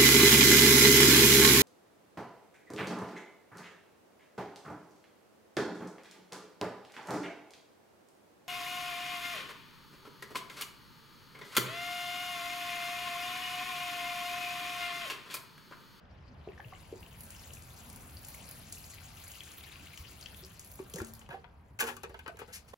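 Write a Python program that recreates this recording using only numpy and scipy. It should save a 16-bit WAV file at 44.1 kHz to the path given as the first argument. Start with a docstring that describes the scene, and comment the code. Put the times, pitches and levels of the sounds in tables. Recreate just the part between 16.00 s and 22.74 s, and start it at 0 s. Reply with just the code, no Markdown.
"""On a paved patio, a plastic watering can showers a potted plant through its sprinkler head.
Drops patter on leaves and wet soil, fine jets hiss on the stone, big drops splat and the water gurgles.
The can is set down: it knocks and rocks, its walls ring, the air inside hums and its base slides on sand.
Far traffic rumbles and a bird whistles faintly. Left and right are heard a few centimetres apart."""
import sys
import numpy as np
from scipy import signal
from scipy.fft import rfft, irfft, next_fast_len
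from scipy.io import wavfile

SR = 44100
rng = np.random.default_rng(int(sys.argv[2]) if len(sys.argv) > 2 else 0)


def store_wav(level_fs):
    """Save 16-bit WAV to argv[1]."""
    pcm = np.round(np.clip(np.atleast_2d(level_fs), -1, 1) * 32767)
    wavfile.write(sys.argv[1], SR, pcm.T.astype(np.int16))


N = 297357
AHEAD_LAG_S, ASIDE_LAG_S = 2.3e-5, 1.81e-4   # left-side delay for the plant ahead and the paving aside


def from_db(db):
    """Turn decibels into a multiplier."""
    return 10 ** (np.asarray(db) / 20)


def unit_level(x):
    """Scale a sound to an average (rms) level of 1."""
    return x / np.sqrt(np.mean(x ** 2) + 1e-20)


def over_time(rows):
    """Join rows of (time_s, values...) with straight lines: one curve for each value column."""
    times_s, *columns = np.transpose(rows)
    return [np.interp(np.arange(N) / SR, times_s, column) for column in columns]


def at_pitch(points, hz):
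    """Read between the rows of a (pitch_hz, value) table."""
    pitches_hz, values = np.transpose(points)
    return np.interp(np.log(hz), np.log(pitches_hz), values)


def drift(rate_hz):
    """A smooth random wobble of typical size 1; a higher rate wobbles faster."""
    r = np.exp(-80 * np.pi * rate_hz / SR)
    slow = signal.lfilter([1], [1, -2 * r, r * r], rng.standard_normal(N // 40 + 2002))[2000:]
    return np.interp(np.arange(N) / 40, np.arange(len(slow)), unit_level(slow))


def ring(push, hz, fade_s):
    """A pushed object rings at one pitch. Here and below, a fade time is the time to fall by 60 dB."""
    r, w = from_db(-60 / (fade_s * SR)), 2 * np.pi * hz / SR
    return signal.lfilter([0, np.sin(w)], [1, -2 * r * np.cos(w), r * r], push + 1e-18)


def grains(per_s, spread_db):
    """Tiny impacts: random clicks of uneven size."""
    sizes = from_db(spread_db * np.minimum(rng.exponential(1, N), 5)) * rng.choice([-1, 1], N)
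    return unit_level(sizes * (rng.random(N) < per_s / SR))


def bands(sources, spectrum, flicker_db, flicker_hz):
    """Yield (pitch, sound) for flickering third-octave bands, cut from two sources in turn."""
    together, edges = drift(2.5), 20 * 2 ** np.arange(0, 10, 1 / 3)
    for k, (low, high) in enumerate(zip(edges, edges[1:])):
        hz = np.sqrt(low * high)
        if spectrum[0][0] < hz * 1.2 and hz < spectrum[-1][0] * 1.2:
            band = signal.sosfilt(signal.butter(2, [low, high], "band", fs=SR, output="sos"), sources[k % 2])
            flicker = 0.3 * together + drift(flicker_hz)
            yield hz, band * from_db(at_pitch(spectrum, hz) + flicker_db * flicker)


def left_and_right(sound, lag_s):
    """The housing between two microphones colours each side differently; the left one hears later."""
    # How much louder the left side is: pitch_hz, difference_db
    tilt = [(400, 1.5), (700, -5), (1300, 5), (2400, 7.5), (4400, 6), (8100, 3.5), (15000, -2.5)]
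    size = next_fast_len(N + 512)
    hz = np.arange(size // 2 + 1) * SR / size
    half = from_db(at_pitch(tilt, hz + 1) / 2) * np.exp(-1j * np.pi * hz * lag_s)
    return irfft(rfft(sound, size) * [half, 1 / half], size)[:, :N]


def traffic():
    """Far traffic blends into a smooth rumble, nearly the same on both sides in the bass."""
    # Tone of the rumble: pitch_hz, relative_db
    spectrum = [(12, -46), (20, -19.5), (74, -1.5), (241, -15.5), (332, -21.5), (538, -21), (762, -20.5),
                (1450, -26.5), (3060, -40.5), (5380, -92), (22000, -120)]
    # Its slow rise and fall: time_s, level_db
    swell = [(0, -53.5), (1, -52), (2, -52), (3, -54), (4, -57), (5, -54), (5.6, -57.5), (6.74, -57.5)]
    # How alike left and right are: pitch_hz, likeness (1 = the same)
    likeness = [(60, 0.96), (250, 0.81), (700, 0.33), (4000, 0.048)]
    out, noise = 0, rng.standard_normal((2, 2, N))
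    for hz, (middle, side) in bands(noise, spectrum, flicker_db=1.92, flicker_hz=3.53):
        alike = at_pitch(likeness, hz)
        out = out + np.sqrt(1 + alike) * middle + np.sqrt(1 - alike) * side * [[1], [-1]]
    return from_db(over_time(swell)[0]) * unit_level(out)


def shower():
    """Water patters on the plant ahead and sprays the paving aside, with splats and sounds from the can."""
    # Level of patter and hiss: the shower until about 5.4 s, then faint dripping as the can is set down:
    # time_s, patter_db, spray_db
    levels = [(0, -74, -99), (.45, -70, -82), (.8, -64.5, -64.5), (1.15, -65.5, -64), (1.36, -62.5, -59),
              (2.1, -63, -57.5), (2.45, -61.5, -55), (3.0, -60, -58), (3.3, -58.5, -55.5),
              (3.9, -58, -57.5), (4.4, -64.5, -59), (4.8, -66.5, -61), (5.0, -65, -69), (5.25, -69.5, -73),
              (5.45, -76.5, -83.5), (5.78, -87, -79.5), (6.0, -71, -77), (6.74, -72, -75)]
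    # Tone of drops on leaves and puddle: pitch_hz, relative_db
    patter_tone = [(300, 3.5), (600, -8), (1200, 1.5), (1800, 1.5), (2600, 3.5), (3600, -1), (4800, 1),
                   (6200, -14), (8000, -43)]
    # Tone of the fine jets: pitch_hz, relative_db
    spray_tone = [(4200, -7), (5500, -4.5), (7000, 7), (8600, 3.5), (11000, 2.5), (13500, 14.5),
                  (16000, -11)]
    patter_db, spray_db = over_time(levels)
    on_plant, on_paving = splats()
    patter = droplets(patter_tone, per_s=3000, spread_db=2.7, scatter_db=-6)
    patter += from_db(-11.5) * soil_plips(2050, 4050, per_s=90, spread_db=5)
    patter += from_db(-8.5) * plinks(2380, 4940, per_s=200, cycles=11, spread_db=1)
    spray = droplets(spray_tone, per_s=7000, spread_db=4, scatter_db=-11.5)
    spray += from_db(-17) * plinks(4450, 14000, per_s=200, cycles=22, spread_db=2.5)
    smallest_drops = grains(per_s=60 * from_db(4 * drift(1.6)), spread_db=2.7)
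    spray += from_db(-10) * unit_level(snaps(smallest_drops))
    ahead = from_db(patter_db) * patter + on_plant + gurgles_and_can_notes() + bumps() + hollow_hum()
    aside = from_db(spray_db) * spray + on_paving
    return left_and_right(ahead, AHEAD_LAG_S) + left_and_right(aside, ASIDE_LAG_S)


def droplets(spectrum, per_s, spread_db, scatter_db):
    """Thousands of impacts a second blur together; a scattered share is opposite in left and right."""
    drops = [[grains(per_s, spread_db) for _ in range(2)] for _ in range(2)]
    direct, scattered = sum(band for _, band in bands(drops, spectrum, flicker_db=4, flicker_hz=24))
    return unit_level(direct + from_db(scatter_db) * scattered * [[1], [-1]])


def plip(hz, cycles=8.2, rise=0.098):
    """A trapped bubble swells, rings and rises in pitch; one row of sound for each pitch given."""
    age = np.arange(600) / SR * np.reshape(hz, (-1, 1)) / cycles
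    shape = 4 * age * np.exp(1 - 4 * age)
    return shape * np.sin(2 * np.pi * cycles * age * (1 - rise / 2 + rise * age))


def soil_plips(low_hz, high_hz, per_s, spread_db):
    """Drops fall in bunches on the puddled soil, each making a bubble."""
    starts = np.flatnonzero(rng.random(N) < per_s * from_db(3.5 * drift(13)) / SR)
    pitch, size = rng.random((2, N))[:, starts]
    gains = from_db(-spread_db * np.log(.01 + size))
    bubbles = plip(low_hz * (high_hz / low_hz) ** pitch) * gains[:, None]
    out = np.zeros(N + 600)
    np.add.at(out, starts[:, None] + np.arange(600), bubbles)
    return unit_level(out[:N])


def plinks(low_hz, high_hz, per_s, cycles, spread_db):
    """Drops come in clusters; each traps a bubble that rings briefly at one of twelve steady pitches."""
    clicks = grains(per_s * from_db(3.8 * drift(13)), spread_db)
    out, pitch_choice = 0, rng.integers(0, 12, N)
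    for k, hz in enumerate(np.geomspace(low_hz, high_hz, 12)):
        rounded_start = ring(clicks * (pitch_choice == k), hz, 6 / hz)
        out = out + ring(rounded_start, hz, cycles / hz)
    return unit_level(out)


def snaps(clicks, low_hz=5000, fade_s=.006):
    """A drop snaps as it hits: each click becomes a short bright crack."""
    t = np.arange(1000) / SR
    burst = rng.standard_normal(len(t)) * from_db(-60 * t / fade_s)
    crack = signal.sosfilt(signal.butter(2, low_hz, "high", fs=SR, output="sos"), burst)
    return signal.fftconvolve(clicks, crack / np.abs(crack).max())[:N]


def bird():
    """A far bird gives a thin, wavering whistle that steps down in pitch."""
    # Path of the whistle: time_s, pitch_hz, level_db
    song = [(.08, 5450, -95), (.13, 5450, -84), (.19, 5420, -95), (.215, 5320, -79), (.24, 5280, -90),
            (.25, 4900, -84), (.28, 4870, -78), (.3, 4870, -90), (.41, 4900, -92)]
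    hz, level_db = over_time(song)
    t = np.arange(N) / SR
    singing = np.clip(np.minimum(t - song[0][0], song[-1][0] - t) / 0.03, 0, 1)
    phase = 2 * np.pi * np.cumsum(hz * (1 + 0.004 * drift(120))) / SR
    return singing * from_db(level_db + 3.1 * drift(40)) * np.sqrt(2) * np.sin(phase)


def fading_tones(rows, octaves_per_s):
    """Each row rings as a pure, dying tone whose pitch may glide for the first 0.05 s."""
    out, t = np.zeros(N + 16000), np.arange(16000) / SR
    for start_s, level_db, hz, fade_s in rows:
        phase = 2 * np.pi * np.cumsum(hz * 2 ** (octaves_per_s * np.minimum(t, .05))) / SR
        onset = (1 - np.exp(-t * hz * 2.5)) ** 2
        out[round(start_s * SR):][:16000] += from_db(level_db - 60 * t / fade_s) * onset * np.sin(phase)
    return out[:N]


def gurgles_and_can_notes():
    """Short tones that rise a little and flutter: gurgles in the water, and notes of the can as it knocks."""
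    # Short ringing tones: start_s, level_db, pitch_hz, fade_s
    tones = [(.472, -31.5, 392, 0.049), (.472, -37, 643, 0.024), (.486, -31.5, 399, 0.06),
             (.5975, -42.5, 820, 0.028), (.727, -39, 745, 0.048), (.9255, -28.5, 403, 0.029),
             (.937, -31.5, 445, 0.028), (.955, -45, 372, 0.087), (4.428, -52.5, 372, 0.18),
             (4.798, -30.5, 376, 0.075), (4.94, -37, 450, 0.037), (4.958, -39.5, 507, 0.057),
             (4.985, -39.5, 1850, 0.027), (4.986, -33, 354, 0.056), (5.003, -39, 1390, 0.034),
             (5.015, -30.5, 346, 0.065), (5.307, -45, 925, 0.081), (5.343, -33, 765, 0.066),
             (5.446, -51.5, 965, 0.077), (5.328, -46, 1700, 0.064), (5.443, -47, 1320, 0.017),
             (5.805, -35, 1514, 0.058), (5.806, -27, 1663, .05), (5.888, -33, 1697, 0.029),
             (5.968, -48, 1500, 0.032), (6.036, -31, 894, 0.023), (6.038, -45.5, 464, 0.23),
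             (6.266, -41, 1280, 0.065), (6.281, -37, 1240, 0.035), (6.294, -37, 670, 0.038),
             (6.345, -43, 434, 0.036), (6.417, -32.5, 420, 0.027)]
    return fading_tones(tones, octaves_per_s=1.24) * from_db(3.5 * drift(112))


def splats():
    """Big drops burst into a dying spatter: lower ones on the plant, higher ones on the paving."""
    # The biggest drops landing: start_s, level_db, pitch_hz
    drops = [(0.4874, -53, 2550), (0.519, -54.5, 2040), (0.533, -55, 2000), (0.5766, -46, 1690),
             (0.602, -44, 1780), (0.646, -51, 2620), (0.683, -59, 3100), (0.723, -48, 1096),
             (0.735, -46, 2130), (0.7495, -50.5, 2880), (1.029, -47, 2860), (1.0632, -50.5, 3000),
             (1.2065, -34.5, 11000), (1.234, -38.5, 10400), (1.3044, -36, 8100), (1.349, -50, 3000),
             (1.364, -45, 5700), (1.394, -42.5, 5300), (1.435, -50, 4860), (1.506, -49.5, 2880),
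             (1.534, -38, 7800), (1.55, -44, 7000), (1.57, -51, 2400), (1.621, -45, 7100),
             (1.899, -39.5, 7600), (1.928, -39.5, 10300), (1.96, -34.5, 10600), (2.021, -42, 10800),
             (2.169, -42, 4730), (2.2305, -45.5, 9900), (2.247, -35, 7800), (2.2674, -40, 10400),
             (2.285, -31, 13000), (2.303, -40, 8900), (2.343, -45, 2240), (2.347, -38, 10500),
             (2.4131, -43, 7700), (2.4406, -47, 4530), (2.489, -34, 12400), (2.511, -33.5, 10600),
             (2.7237, -29.5, 7400), (2.842, -43, 4800), (2.9163, -42, 13100), (2.9353, -45.5, 4440),
             (2.9835, -44.5, 2530), (3.2792, -36.5, 10500), (3.3171, -38, 7000), (3.337, -50, 2920),
             (3.3538, -46.5, 2930), (3.4055, -40, 3030), (3.434, -41, 7400), (3.442, -50, 3600),
             (3.463, -48, 7450), (3.5166, -43, 7300), (3.6086, -46, 2640), (3.632, -52, 2760),
             (3.726, -49, 2490), (3.756, -46, 2430), (3.796, -50, 2600), (3.863, -55, 2100),
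             (3.871, -50, 2780), (3.883, -56, 2730), (3.932, -48, 2360), (3.9405, -50, 2270),
             (3.9737, -39, 6050), (3.9753, -43.5, 3050), (4.2107, -39, 6470), (4.2262, -39, 4500),
             (4.2594, -38.5, 2920), (4.3456, -44, 3140), (4.436, -41.5, 4530), (4.448, -38.5, 5040),
             (4.594, -36, 7700), (4.6463, -41, 10700), (4.673, -40.5, 12100), (4.7156, -37, 13300),
             (4.738, -43, 11000), (4.7554, -40, 11700), (4.839, -54, 9000), (4.8983, -38, 10870),
             (4.938, -45.5, 3200), (4.938, -35, 6900), (4.958, -31.5, 6900), (5.0466, -36, 7250),
             (5.069, -41, 10300), (5.1362, -32.5, 12500), (5.151, -45, 8900), (5.193, -44.5, 7560),
             (5.2162, -52.5, 2930), (5.262, -52, 2900)]
    out, paving_clicks, t = np.zeros((2, N + 4000)), np.zeros(N), np.arange(4000) / SR
    shape = (len(drops), 4000)
    spatters = rng.standard_normal(shape) * from_db(2 * rng.exponential(1, shape))
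    spatters *= 1 + from_db(15) * np.exp(-t / .0025)   # the burst is stronger than what follows
    spatters *= 1 - np.exp(-t / .0005)   # and takes a moment to swell
    for (start_s, level_db, hz), spatter in zip(drops, spatters):
        start, paving = round(start_s * SR), int(hz > 5500)
        fade_s, cycles = (0.34, 7) if paving else (0.027, 20)
        push = np.diff(spatter * from_db(-60 * t / fade_s), prepend=0)
        burst = ring(push, hz, cycles / hz)
        burst = ring(burst, hz, 0.56 / hz)   # rounds off the tone
        burst /= np.abs(burst).max()
        if hz < 4200:   # low drops also trap a bubble
            burst *= from_db(2)
            burst[:600] += plip(hz)[0]
        out[paving, start:][:4000] += from_db(level_db) * burst
        paving_clicks[start] = paving * from_db(level_db + 0.5)
    on_plant, on_paving = out[:, :N]
    return on_plant, on_paving + snaps(paving_clicks)


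def bumps(fade_s=0.079):
    """Dull, low bumps sag in pitch as they die."""
    # Bumps: start_s, level_db, pitch_hz
    thuds = [(0.655, -30.5, 116), (3.997, -31, 78), (4.944, -32, 174), (5.005, -27.5, 88),
             (5.293, -38, 144)]
    return fading_tones([(*row, fade_s) for row in thuds], octaves_per_s=-2.5)


def can_knocks(shell_from_hz=890, grit_split_hz=2300):
    """Each knock on the stone is a short gritty rub that rasps and rings the can's body and shell."""
    # Can against stone: start_s, ring_db, grit_db, spot_pitch_hz, fade_s
    contacts = [(4.7898, -39.5, -74, 624, 0.022), (4.937, -45, -33, 420, 0.044),
                (4.959, -39, -62, 483, 0.16), (4.983, -47, -35, 550, 0.14), (4.999, -36, -58, 1400, 0.023),
                (5.0175, -39, -33.5, 388, 0.0096), (5.082, -51, -42, 400, 0.092),
                (5.2118, -50, -62, 945, 0.037), (5.289, -40.5, -51, 479, 0.022),
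                (5.303, -40, -52, 950, 0.094), (5.3235, -40.5, -53, 500, 0.22),
                (5.442, -48, -76, 880, 0.019), (5.7893, -29, -29.5, 1950, 0.2),
                (5.799, -35.5, -23.5, 1580, 0.056), (5.8052, -25.5, -19.5, 1730, 0.054),
                (5.823, -31, -36, 450, 0.05), (5.838, -38, -36.5, 500, 0.36),
                (5.867, -36, -36.5, 1070, 0.17), (5.887, -34.5, -38, 1290, 0.029),
                (5.9662, -45.5, -36, 1044, 0.023), (6.033, -39, -36, 790, 0.033),
                (6.039, -35, -52, 960, 0.02), (6.0933, -44, -51, 422, 0.08), (6.1424, -41, -46, 960, 0.028),
                (6.19, -41, -43.5, 1200, 0.036), (6.261, -38, -53, 870, 0.017),
                (6.278, -32, -35, 1140, 0.023), (6.3703, -47.5, -45, 1210, 0.016),
                (6.389, -43, -40, 860, 0.13), (6.416, -37.5, -68, 425, 0.018),
                (6.478, -48.5, -50, 766, 0.24), (6.733, -36, -48.5, 418, 0.15)]
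    # Tone of the rasp: pitch_hz, relative_db
    grit_tone = [(1800, 14), (2800, 7), (5000, 12), (7000, 21), (8700, 15.5), (12000, 18.5), (16000, 12)]
    # The can's natural tones: pitch_hz, relative_db, fade_s
    can_tones = [(401, -2, 0.29), (451, 3.5, 0.11), (542, -1.5, 0.073), (733, -4.5, 0.042),
                 (864, -2, 0.019), (1040, -0.5, 0.018), (1273, 3, 0.02), (1514, 7.5, 0.02),
                 (1663, -2.5, 0.012), (2130, -4, 0.0099), (2380, 4.5, 0.0076), (2570, -2, 0.017),
                 (3130, -3, 0.027)]
    hollow_body = [tone for tone in can_tones if tone[0] < 900]
    thin_shell = [tone for tone in can_tones if tone[0] >= 900]
    rub, t = grains(per_s=12000, spread_db=2.5), np.arange(8000) / SR
    hz = np.arange(N // 2 + 1) * SR / N + 1
    rasp_spectrum = rfft(rub) * from_db(at_pitch([(600, -60)] + grit_tone, hz))
    treble_share = 1 / (1 + (grit_split_hz / hz) ** 4)
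    dull, bright = irfft(rasp_spectrum * [1 - treble_share, treble_share], N)
    # The contact is soft, so little treble goes into the ringing.
    soft_rub = signal.sosfilt(signal.butter(4, 3540, fs=SR, output="sos"), rub)
    out, chances = np.zeros((2, N)), rng.standard_normal((len(contacts), 2, 2, 8))
    for (start_s, ring_db, grit_db, spot_hz, fade_s), (shell_chance, body_chance) in zip(contacts, chances):
        at = slice(round(start_s * SR), round(start_s * SR) + 8000)
        age_s = t[:len(rub[at])]
        fade_db = -60 * age_s / fade_s
        push = (1 - np.exp(-age_s / 0.0034)) * from_db(fade_db) * soft_rub[at]
        grit = from_db(fade_db) * dull[at] + from_db(0.97 * fade_db) * bright[at]
        grit *= 1 - np.exp(-age_s / 0.000076)   # the rasp starts ahead of the ringing
        lean_db = 14 * np.log2(spot_hz / shell_from_hz)   # high spots favour the shell, low ones the body
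        knock = from_db(grit_db) * grit / np.abs(grit).max()
        knock += from_db(ring_db + min(lean_db, 0)) * can_ring(thin_shell, push, spot_hz, shell_chance)
        knock += from_db(ring_db - max(lean_db, 0)) * can_ring(hollow_body, push, spot_hz, body_chance)
        pan_db = 4.5 * body_chance[0, -1]   # the can turns a little at each knock
        out[:, at] += knock * from_db([[pan_db / 2], [-pan_db / 2]])
    return left_and_right(out, ASIDE_LAG_S)


def can_ring(tones, push, spot_hz, chance):
    """Tones near the struck spot's pitch answer most; water moving inside retunes them a little."""
    out = 0
    for (hz, level_db, fade_s), strength, slosh in zip(tones, *chance):
        nearness_db = -5 * np.log2(hz / spot_hz) ** 2
        # A longer ring gathers more of the rub, so divide that out.
        gain = from_db(level_db + nearness_db + 2 * strength) / (hz * np.sqrt(fade_s))
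        out = out + gain * ring(np.diff(push, prepend=0), hz * (1 + 0.045 * slosh), fade_s)
    return out / np.abs(out).max()


def hollow_hum(fade_s=0.62):
    """The air in the can hums when it lands, wavering in level."""
    # Landings: start_s, level_db, pitch_hz
    hums = [(5.018, -43, 225.8), (5.821, -46.5, 240.4)]
    return fading_tones([(*row, fade_s) for row in hums], octaves_per_s=0) * from_db(3 * drift(29))


def can_slide(rise_s=0.014, fall_db_per_s=455):
    """Fine sand under the sliding base makes a dense, even hiss."""
    # Slides over the slab: start_s, length_s, level_db
    slides = [(6.522, 0.042, -46), (6.675, 0.0094, -56)]
    # Tone of the sand: pitch_hz, relative_db
    sand_tone = [(1100, -14), (2200, -2), (3500, -7), (6000, -1.5), (8700, -2.5), (11000, -3), (15000, -15)]
    sand, t = rng.standard_normal((2, N)), np.arange(N) / SR
    hiss = unit_level(sum(band for _, band in bands(sand, sand_tone, flicker_db=1, flicker_hz=30)))
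    level = np.zeros(N)
    for start_s, length_s, level_db in slides:
        onset = np.clip((t - start_s) / rise_s, 0, 1)
        level += onset * from_db(level_db - fall_db_per_s * np.maximum(t - start_s - length_s, 0))
    return left_and_right(level * hiss, ASIDE_LAG_S)


def patio_echo(sound, fade_s, echo_db):
    """Walls and slabs send back a short wash with little bass, different on each side."""
    t = np.arange(round(.3 * SR)) / SR
    tail = rng.standard_normal((2, len(t))) * from_db(-60 * t / fade_s) * (t > .004)
    tail = signal.sosfilt(signal.butter(1, [500, 5000], "band", fs=SR, output="sos"), tail)
    tail /= np.sqrt(np.sum(tail ** 2) / 2)
    return sound + from_db(echo_db) * signal.fftconvolve(sound, tail, axes=1)[:, :N]


def scene():
    """The water and the can echo on the patio, over the far traffic and the bird."""
    water = patio_echo(shower(), fade_s=0.24, echo_db=-11.5)
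    can = patio_echo(can_knocks() + can_slide(), fade_s=0.12, echo_db=-9)
    return water + can + traffic() + bird()


def record(dry):
    """The highest treble is cut steeply: 60 dB down from 16400 Hz upward."""
    return signal.sosfilt(signal.cheby2(16, 60, 16400, fs=SR, output="sos"), dry)


dry = scene()
out = record(dry)
store_wav(out)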